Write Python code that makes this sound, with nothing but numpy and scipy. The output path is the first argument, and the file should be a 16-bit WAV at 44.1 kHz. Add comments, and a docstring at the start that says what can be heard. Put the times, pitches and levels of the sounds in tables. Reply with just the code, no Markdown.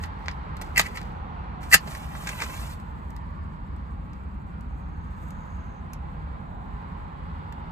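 """A wooden match is scraped twice along its box in a parked car; friction makes rasp, chirps and grit spray.
With the second stroke the head lights, and flares for about a second with an uneven roar, hiss and jets.
The small flame then fries steadily at a cigar, with cracks, little pops and a faint whistle of narrow noise.
Under it lie a low cabin hum and outside traffic, two diffuse noise fields at two microphone ports."""
import sys
import numpy as np
from scipy import signal
from scipy.fft import rfft, irfft
from scipy.io import wavfile
from scipy.ndimage import uniform_filter1d, map_coordinates

SR = 44100
rng = np.random.default_rng(int(sys.argv[2]) if len(sys.argv) > 2 else 0)


def bounce(signal):
    """Save signal as a 16-bit WAV file at the path given by the first command-line argument."""
    frames = np.transpose(np.atleast_2d(signal))
    limited = np.clip(frames, -1, 1)
    pcm = np.round(limited * 32767).astype(np.int16)
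    wavfile.write(sys.argv[1], SR, pcm)


N = 340313
TIME, HZ = np.arange(N) / SR, np.fft.rfftfreq(N, 1 / SR)


def gain_of(db):
    """The decibel law: level to amplitude ratio."""
    return 10 ** (np.asarray(db) / 20)


def evened(x):
    """Normalization by mean power: scales to rms 1."""
    return x / np.sqrt(np.mean(x ** 2) + 1e-20)


def read(points, hz=HZ):
    """Interpolation of a table along a log-frequency axis."""
    table_hz, value = np.transpose(points)
    return np.interp(np.log(hz + 1), np.log(table_hz + 1), value)


def follow(rows):
    """Linear interpolation in time: each column of a curve table at every sample."""
    s, *columns = np.transpose(rows)
    return [np.interp(TIME, s, column) for column in columns]


def coloured(x, spectrum):
    """Spectral shaping: multiplies the spectrum of x by a dB curve, then sets rms 1."""
    return evened(irfft(rfft(x) * gain_of(read(spectrum)), N))


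def steadied(x, size=260):
    """Envelope flattening: holds the rms over `size` samples near 1."""
    return x / np.sqrt(np.abs(uniform_filter1d(x ** 2, size)) + 1e-9)


def grains(per_s, spread_db):
    """Shot noise: random clicks of uneven size at a mean rate, at rms 1."""
    size = gain_of(spread_db * np.minimum(rng.exponential(1, N), 5))
    present = rng.random(N) < per_s / SR
    return evened(rng.standard_normal(N) * size * present)


def wander(hz):
    """Low-passed noise: smooth random motion, rms 1, with changes up to about hz a second."""
    return evened(irfft(rfft(rng.standard_normal(N)) / (1 + (HZ / hz) ** 4), N))


def fuzzy(pitch, width_hz):
    """Amplitude modulation of a sine by noise: a band, rms about 1, around a pitch that may move."""
    phase = 2 * np.pi * np.cumsum(pitch * np.ones(N)) / SR
    return np.sqrt(2) * wander(hz=width_hz) * np.sin(phase)


def swells(rows):
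    """Exponential rise and decay from rows (start_s, level_db, rise_s, hold_s, fall_s), summed in power."""
    power = np.zeros(N)
    for s, db, rise, hold, fall in rows:
        near = slice(*np.searchsorted(TIME, [s - 10 * rise, s + hold + 10 * fall]))
        t = TIME[near] - s  # zero where the hold begins
        exponent = np.minimum(0, np.minimum(t / rise, (hold - t) / fall))
        power[near] += (gain_of(db) * np.exp(exponent)) ** 2
    return np.sqrt(power)


def ticks(rows):
    """Impulsive excitation: sharp envelopes from rows (start_s, level_db, fall_s), peaking just after."""
    return swells((s + 0.00097, db, .0002, 0, fall) for s, db, fall in rows)


# spectrum of the cabin hum: pitch_hz [Hz], relative level_db [dB per Hz]
HUM_SPECTRUM = [(20, -26), (33, -12.5), (52, 4), (72, 2.5), (115, -14.5), (150, -6), (190, -8.5),
                (260, -17.5), (320, -21.5), (450, -32.5)]
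# spectrum of the outside traffic: pitch_hz [Hz], relative level_db [dB per Hz]
ROAD_SPECTRUM = [(400, -2.5), (680, -4.5), (820, 5), (1000, 4.5), (1450, -3.5), (2200, -14), (3200, -22),
                 (4200, -25.5), (5600, -40.5), (8500, -45.5), (14000, -64.5)]
# traffic swelling and fading: start_s [s], level_db [dB], pitch_factor [ratio]
TRAFFIC = [(0, -41.5, 1.063), (1.399, -40.5, 0.98), (3.4, -46, 1.082), (4.2, -47.5, 1.065),
           (5.2, -46, 1.064), (6.201, -44, 1), (7.7, -43, 1.008)]
# phase between the ports in the diffuse field: pitch_hz [Hz], left_lead [radians]
FAR_PHASE = [(150, 0.3), (350, -2), (600, -1.5), (1400, -3), (2300, -6), (4000, -7.5)]
# coherence of the two ports: pitch_hz [Hz], likeness [0 to 1]
LIKENESS = [(50, 0.95), (150, 0.94), (300, 0.72), (1200, 0.59), (3000, 0.2)]
HUM_DB = -35.5
BRIGHTEN = 0.18  # dB per octave from 1 to 4 kHz, for each dB of traffic above its mean level


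def background():
    """Partial coherence in a diffuse field: cabin hum, and tyre noise through the glass, from many sides."""
    frames, hz = N // 512 + 3, np.fft.rfftfreq(2048, 1 / SR)
    t = np.arange(frames) * 512 / SR
    same = np.clip(read(LIKENESS, hz), 0, 1)

    def diffuse(field_db):
        """Coherence mixing: the right port shares part of the left port's noise."""
        a, b, c, d = rng.standard_normal((4, frames, len(hz)))
        left = a + 1j * b
        shared = same * np.exp(-1j * read(FAR_PHASE, hz)) * left
        right = shared + np.sqrt(1 - same ** 2) * (c + 1j * d)
        z = np.array([left, right]) * gain_of(field_db)
        return evened(signal.istft(z.transpose(0, 2, 1), nperseg=2048, noverlap=1536)[1][:, :N])

    s, level, pitch = np.transpose(TRAFFIC)
    octaves = np.log2(np.clip(hz / 1000, 1, 4))
    bright = BRIGHTEN * np.interp(t, s, level - level.mean())[:, None] * octaves
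    # random patches in time and pitch make the tyre roar uneven
    patches = uniform_filter1d(rng.standard_normal((frames, len(hz))), 40, axis=0)
    patches = evened(uniform_filter1d(patches, 3, axis=1))
    shift = np.interp(t, s, pitch) * (1 + .025 * np.interp(t, TIME, wander(hz=4)))
    tyres = diffuse(read(ROAD_SPECTRUM, hz / shift[:, None]) + bright + 1.6 * patches)
    hum = diffuse(read([(10, -70.0)] + list(HUM_SPECTRUM) + [(800, -39.5), (3000, -100)], hz))
    return gain_of(HUM_DB) * hum + gain_of(follow(TRAFFIC)[0]) * tyres


# spectrum of scraped grit: pitch_hz [Hz], relative level_db [dB per Hz]
GRIT = [(300, -14), (1200, -7), (2800, -4.5), (3800, -8), (4600, 0), (5300, -3.5), (7200, -.5),
        (10000, -2.5), (12000, -1.5), (15000, -12)]
# spectrum of knocked dry wood and card: pitch_hz [Hz], relative level_db [dB per Hz]
KNOCK = [(400, -18), (750, -7), (1400, -2.5), (1950, 2), (2900, -7), (5000, -8.5), (7500, -19),
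         (10000, -35)]
# the stick sliding lightly over the box: middle_s [s], relative level_db [dB], swell_and_fade_s [s]
RUBS = [(.036, -53, 0.019), (.27, -69.5, 0.12), (0.66, -62.5, 0.05), (.85, -51, 0.044), (0.981, -60, 0.076),
        (1.637, -51, 0.011)]


def rubs():
    """Sliding friction: many small contacts as the stick moves unevenly over the box, grazing the grit."""
    graze = coloured(grains(4000, 2.5), GRIT)
    card = gain_of(6.5) * coloured(grains(3000, 1.4), KNOCK)
    pressure = swells((s, db, fade, 0, fade) for s, db, fade in RUBS)
    return pressure * gain_of(2 * wander(hz=120.3)) * (graze + card)


def woody():
    """Heavily damped impact noise: the dull, dry body of a knock or crack, held level."""
    return steadied(coloured(grains(8300, 2.4), KNOCK))


# modes of the hollow box: pitch_hz [Hz], width_hz [Hz], relative scraped_db [dB], relative jolted_db [dB]
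BOX = [(176, 30, -20, -18), (810, 130, -21, -5), (1220, 100, -6, -3.5), (1760, 160, 1.5, -5),
       (2090, 252, -3, -15), (2640, 220, 2, -4), (3330, 300, -9, -14), (4580, 220, -4, -9)]


def jolts(rows, level_db):
    """Free vibration: each jolt (start_s, level_db) sets the box modes ringing in damped cosines."""
    out, t = np.zeros(N), TIME[:4096]
    knock = sum(gain_of(db) * np.exp(-np.pi * width * t) * np.cos(2 * np.pi * hz * t)
                for hz, width, _, db in BOX)
    onset = 1 - np.exp(-t / 0.00084)
    for s, db in rows:
        out[round(s * SR):][:len(t)] += gain_of(db + level_db) * knock * onset
    return out


# short clicks and dull knocks: handling taps, snaps within the first stroke, a soft rustle:
# start_s [s], click_db [dB], body_db [dB], fall_s [s]
# body_db sets the dull knock and, with an offset, the ringing of the box
TAPS = [(0.0368, -50, -31, 0.0046), (0.258, -66, -36, 0.0027), (0.2822, -60, -21.5, 0.0013),
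        (0.312, -56, -38.5, 0.0035), (.567, -48, -40, 0.0033), (.613, -37.5, -34, 0.0053),
        (0.619, -41, -38, 0.0035), (0.779, -12.5, -22, 0.0014), (0.7938, -29, -10, 0.0032),
        (0.971, -47, -29, 0.0065), (1.014, -47, -35, 0.0018), (1.874, -58, -37, .008)]


def taps():
    """Impact excitation: short clicks with a dull body and a ring of the box modes."""
    body = ticks((s, db, fall) for s, _, db, fall in TAPS) * woody()
    click_noise = steadied(coloured(grains(9300, 2.6), GRIT))
    click = ticks((s, db, fall) for s, db, _, fall in TAPS) * click_noise
    return body + click + jolts([(s, db) for s, _, db, _ in TAPS], level_db=-15.5)


# dull, soft little pops and bumps, some of them faint background:
# start_s [s], level_db [dB], pitch_hz [Hz], fall_s [s]
POPS = [(0.615, -35.5, 560, 0.0088), (1.876, -37, 560, 0.0056), (2.421, -42, 560, .006),
        (3.448, -43, 1200, 0.00289), (6.478, -48, 1000, 0.0032)]


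def pops():
    """Decaying narrow-band noise: soft, short pops, each around its own pitch."""
    pitch = follow([(s + t, hz) for s, _, hz, fall in POPS for t in (0, 10 * fall)])[0]
    envelope = ticks((s, db, fall) for s, db, _, fall in POPS)
    return envelope * steadied(fuzzy(pitch, width_hz=260))


def box(x):
    """Forced resonance: the scraped matchbox answers with a few broad modes."""
    out = np.zeros(N)
    for k, (hz, width, db, _) in enumerate(BOX):
        mode = signal.lfilter(*signal.iirpeak(hz, hz / width, SR), x)
        out += (-1) ** k * gain_of(db) * mode
    return evened(out)


# the head scraping the striker, hard or lightly:
# full_pressure_s [s], hold_s [s], grit_db [dB], relative rasp_db [dB], rasp_pitch_hz [Hz]
STROKES = [(0.784, 0.02, -29, -25.5, 1993), (0.865, 0.0042, -47, -33, 2070),
           (0.962, 0.0017, -46, -40, 2020), (1.7428, 0.0023, -9.5, -28, 1880)]
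# the head catching hard and breaking free: start_s [s], hold_s [s], chirp_db [dB], grit_db [dB],
# central pitch_hz [Hz], relative jolt_db [dB]
CATCHES = [(.7605, .005, -24, -44, 2150, -50), (.7708, .002, -18, -36, 2150, -46),
           (.7765, .0045, -13, -29, 2000, -36), (.7948, .002, -19, -21, 1850, -19),
           (.798, .001, -24, -24, 1700, -13), (.8135, .002, -28, -29, 1900, -40),
           (1.715, .003, -26, -42, 1850, -42), (1.7262, .0025, -12.5, -28, 2030, -32),
           (1.7325, .0025, -7, -26, 1980, -21), (1.741, .005, -3.5, -13, 1790, -20),
           (1.7465, .001, -16, -16, 1700, -13.5)]
ATTACK_S, RELEASE_S = 0.0088, 0.0059  # pressure builds and lets go alike in every stroke
RASP_LEAD_S, SAG_HZ_PER_S = 0.0022, 6500  # rasp starts before the grit sprays; its pitch drops along a stroke
CHATTER_HZ, CHATTER_DB = 190, 1  # stick and slip make the rasp throb irregularly
CATCH_RISE_S, CATCH_FALL_S, CATCH_GRAIN_DB = .001, .0015, -7  # the last is box noise in a chirp


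def strokes():
    """Stick-slip friction: the head rasps over the grit and chirps at each catch, shaking the box."""
    grit = swells((s, db, ATTACK_S, hold, RELEASE_S) for s, hold, db, _, _ in STROKES)
    drag = swells((s - RASP_LEAD_S, db, ATTACK_S, hold, RELEASE_S) for s, hold, _, db, _ in STROKES)
    catches = swells((s, db, CATCH_RISE_S, hold, CATCH_FALL_S) for s, hold, db, *_ in CATCHES)
    spray = swells((s, db, CATCH_RISE_S, hold, CATCH_FALL_S) for s, hold, _, db, _, _ in CATCHES)
    ring = steadied(box(grains(9000, 2)))

    pitch = follow([(s + t, hz - SAG_HZ_PER_S * t) for s, *_, hz in STROKES for t in (-.02, .01)])[0]
    chatter = gain_of(CHATTER_DB * wander(hz=CHATTER_HZ))
    rasp = drag * chatter * steadied(fuzzy(pitch, width_hz=260) + gain_of(-6) * ring)

    chirp_hz = follow([(s + t, hz) for s, hold, _, _, hz, _ in CATCHES for t in (0, hold)])[0]
    chirp_hz = chirp_hz * (1 + .04 * wander(hz=600))
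    tone = np.sin(2 * np.pi * np.cumsum(chirp_hz) / SR)
    chirps = catches * (tone + gain_of(CATCH_GRAIN_DB) * ring)

    # the box carries the rasp; the grit itself sprays the treble
    treble = np.hypot(grit, spray) * steadied(coloured(grains(9000, 1.9), GRIT))
    return rasp + chirps + treble + jolts([(s, db) for s, *_, db in CATCHES], level_db=6.0)


def patchy(x, depth_db):
    """Random modulation: uneven level in brief patches of time and pitch."""
    z = signal.stft(x, nperseg=256)[2]
    patches = uniform_filter1d(rng.standard_normal(z.shape), size=5, axis=0)
    patches = evened(uniform_filter1d(patches, size=6, axis=1))
    return signal.istft(z * gain_of(depth_db * patches), nperseg=256)[1][:N]


ECHO_S, ECHO_DB, ECHO_SWAY = .0016, -6, .15  # mean delay, echo level, rms share by which the delay sways


def off_the_hand(x):
    """Comb filtering: the moving hand throws the flare back, so bands of colour drift through it."""
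    delay_s = ECHO_S * (1 + ECHO_SWAY * wander(hz=2))
    return x + gain_of(ECHO_DB) * map_coordinates(x, [(TIME - delay_s) * SR])


# roar and hiss of the head: start_s [s], relative roar_db [dB], relative hiss_db [dB]
FLARE = [(1.82, -64, -60.5), (1.92, -51, -49.5), (2.1, -56.5, -59.5), (2.24, -48.5, -49),
         (2.39, -46, -49.5), (2.6, -48.5, -48), (2.72, -56.5, -53)]
# spectrum of the burning hiss: pitch_hz [Hz], relative level_db [dB per Hz]
HISS = [(1500, -9.5), (3000, -1), (4600, -2), (6500, -3), (9000, -2), (12500, -4), (15000, -13)]
# spectrum of the burning roar: pitch_hz [Hz], relative level_db [dB per Hz]
ROAR = [(120, -2.5), (250, -10.5), (450, -8), (900, 3), (1400, -3), (1900, -3), (2800, -5.5), (5000, -22.5)]
# gas bursting from the head: peak_s [s], relative spit_db [dB], hiss_db [dB], fall_s [s], pitch_hz [Hz]
SPUTTERS = [(1.951, -37, -44, 0.0036, 1920), (2.153, -32, -60, 0.0024, 1345),
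            (2.273, -28, -30, 0.0043, 2096), (2.292, -31.5, -29.5, 0.0055, 1834),
            (2.404, -35.5, -40, 0.0075, 2198), (2.416, -25, -33, 0.0019, 2102),
            (2.4218, -26, -30, 0.0066, 1650), (2.439, -36, -32.5, 0.0069, 1768)]
# spectrum of the hiss of a jet: pitch_hz [Hz], relative level_db [dB per Hz]
JET = [(2500, 2), (7200, 0), (9000, -7), (15000, -15.5)]
FADE_IN_S, RAMP_S, BURNT_OUT = 1.6, 0.033, 2.735  # s: the faint roar and hiss fade in, ramp up, are spent
ROAR_DB = 3  # added to the roar curve
JET_RISE, RAGGED_DB = 0.48, 3  # rise as a share of the fall time; rms unevenness of the spit


def flare():
    """Combustion noise: a fluttering roar and dense hiss, spitting jets; the roar dies away faster."""
    roar_db, hiss_db = follow(FLARE)
    burn = np.clip((TIME - FADE_IN_S) / RAMP_S, 0, 1) * gain_of(wander(hz=30))
    spent_s = np.maximum(TIME - BURNT_OUT, 0)
    flutter_db = roar_db + ROAR_DB + wander(hz=80)
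    roar = burn * np.exp(-spent_s / 0.0089) * gain_of(flutter_db) * coloured(grains(5600, 3.5), ROAR)
    hiss = burn * np.exp(-spent_s / 0.018) * gain_of(hiss_db) * coloured(grains(20000, 1.8), HISS)
    flame = off_the_hand(patchy(roar + hiss, depth_db=2.1))

    jet_swell = swells((s, db, JET_RISE * fall, 0, fall) for s, _, db, fall, _ in SPUTTERS)
    jets = jet_swell * coloured(grains(9000, 1.8), JET)
    spit_swell = swells((s, db, JET_RISE * fall, 0, fall) for s, db, _, fall, _ in SPUTTERS)
    spit = spit_swell * gain_of(RAGGED_DB * wander(hz=222))
    spit_noise = steadied(fuzzy(follow(SPUTTERS)[-1], width_hz=620) + woody() / 2)
    return flame + jets + spit * spit_noise


# wood and leaf cracking in the flame: start_s [s], snap_db [dB], body_db [dB]
CRACKS = [(2.7993, -56, -49), (3.1034, -51.5, -47), (3.1635, -48, -44), (3.7627, -61, -58),
          (4.1321, -59, -48), (4.607, -52, -54), (5.305, -47, -51), (5.9328, -39, -41), (7.524, -51, -41.5)]
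# a thin, faint whistle: start_s [s], pitch_hz [Hz], level_db [dB]
SIZZLE = [(4.6, 6400, -95), (4.75, 6440, -83.5), (5.1, 6510, -82), (5.42, 6650, -72.5), (5.8, 6400, -76.5)]
# swells of the frying, added in power to its steady level: peak_s [s], level_db [dB], swell_and_fade_s [s]
FLARE_UPS = [(2.78, -70, 0.11), (3.049, -76, 0.11), (5.25, -70.5, 0.17)]
FRYING_DB, CRACK_FALL_S = -81, 0.0023  # steady level before flutter; decay of every crack


def small_flame():
    """Crackle as shot noise: the stick cracks and fries while it lights the cigar, with a faint whistle."""
    fizz = coloured(grains(22000, 1.9), [(1500, -11.0), (4500, -14), (7500, 2.5), (10000, -6),
                                         (13000, -3.0), (15500, -14.5)])  # Hz, dB per Hz
    snap_noise = steadied(coloured(grains(22000, 1.55), GRIT))
    snap = ticks((s, db, CRACK_FALL_S) for s, db, _ in CRACKS) * snap_noise
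    body = ticks((s, db, CRACK_FALL_S) for s, _, db in CRACKS) * woody()
    flare_ups = swells((s, db, fade, 0, fade) for s, db, fade in FLARE_UPS)
    heat = np.hypot(gain_of(FRYING_DB), flare_ups)
    frying = heat * gain_of(2.0 * wander(hz=25.1)) * fizz * (TIME > BURNT_OUT)
    hz, db = follow(SIZZLE)
    whistling = (TIME > SIZZLE[0][0]) * (TIME < SIZZLE[-1][0])
    whistle = gain_of(db) * fuzzy(hz, width_hz=320) * whistling
    return snap + body + frying + whistle


# phase between the ports for the near sounds: pitch_hz [Hz], left_lead [radians]
NEAR_PHASE = [(20, 0), (250, -.3), (700, -1.2), (2200, -1.3), (3400, -2.8), (6400, -1.1), (8700, .8),
              (10400, 3.1), (14500, 7.6)]
# reverberation of the cabin: pitch_hz [Hz], t60_s [s to fall by 60 dB]
CABIN = [(150, 0.023), (1000, 0.067), (4000, 0.096), (14000, 0.056)]


def cabin(x, wet_db):
    """Direct sound, early reflection and reverberation: echoes off the glass, then a very short tail."""
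    t = TIME[:8192]
    sparse = rng.choice([-1., 1.], (2, len(t))) * (rng.random((2, len(t))) < .1) * (t > .002)
    hz, lag, z = signal.stft(sparse, SR, nperseg=128)
    decay = gain_of(-60 * lag / read(CABIN, hz)[:, None])
    tail = signal.istft(z * decay, SR, nperseg=128)[1]
    tail /= np.linalg.norm(tail, axis=1, keepdims=True)
    # upholstery swallows the treble of the tail
    room = gain_of(wet_db) * rfft(tail, N) / np.sqrt(1 + (HZ / 6000) ** 2)
    echoes = [(.0026, -16.5), (.0045, -19)]  # delay s, dB
    early = 1 + sum(gain_of(db) * np.exp(-2j * np.pi * HZ * s) for s, db in echoes)
    direct = np.array([early, early * np.exp(-1j * read(NEAR_PHASE))])
    return irfft(rfft(x) * (direct + room), N)


# level difference of the ports: pitch_hz [Hz], left_minus_right_db [dB]
BALANCE = [(40, -0.5), (200, -1), (500, -3.5), (900, -4.5), (1300, -2), (1800, 1), (3000, 0.5),
           (5000, -2.5), (9000, 0)]


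def scene():
    """Superposition: match and cabin sound together; the right port favours the low mids."""
    near = rubs() + taps() + pops() + strokes() + flare() + small_flame()
    mix = cabin(near, wet_db=-6.5) + background()
    # half the difference goes to each port
    port_gain = gain_of(np.array([[.5], [-.5]]) * read(BALANCE))
    return irfft(rfft(mix) * port_gain, N)


EDGE_HZ = 15000  # upper band limit


def record(dry):
    """Band limiting and clipping: deepest bass drops, peaks clip at full scale, then the treble is cut."""
    thinned = signal.sosfilt(signal.butter(4, 33, "high", fs=SR, output="sos"), dry)
    low_pass = signal.firwin(511, EDGE_HZ, window=("kaiser", 9), fs=SR)
    return signal.oaconvolve(np.clip(thinned, -1, 1), low_pass[None], "same")


dry = scene()
out = record(dry)
bounce(out)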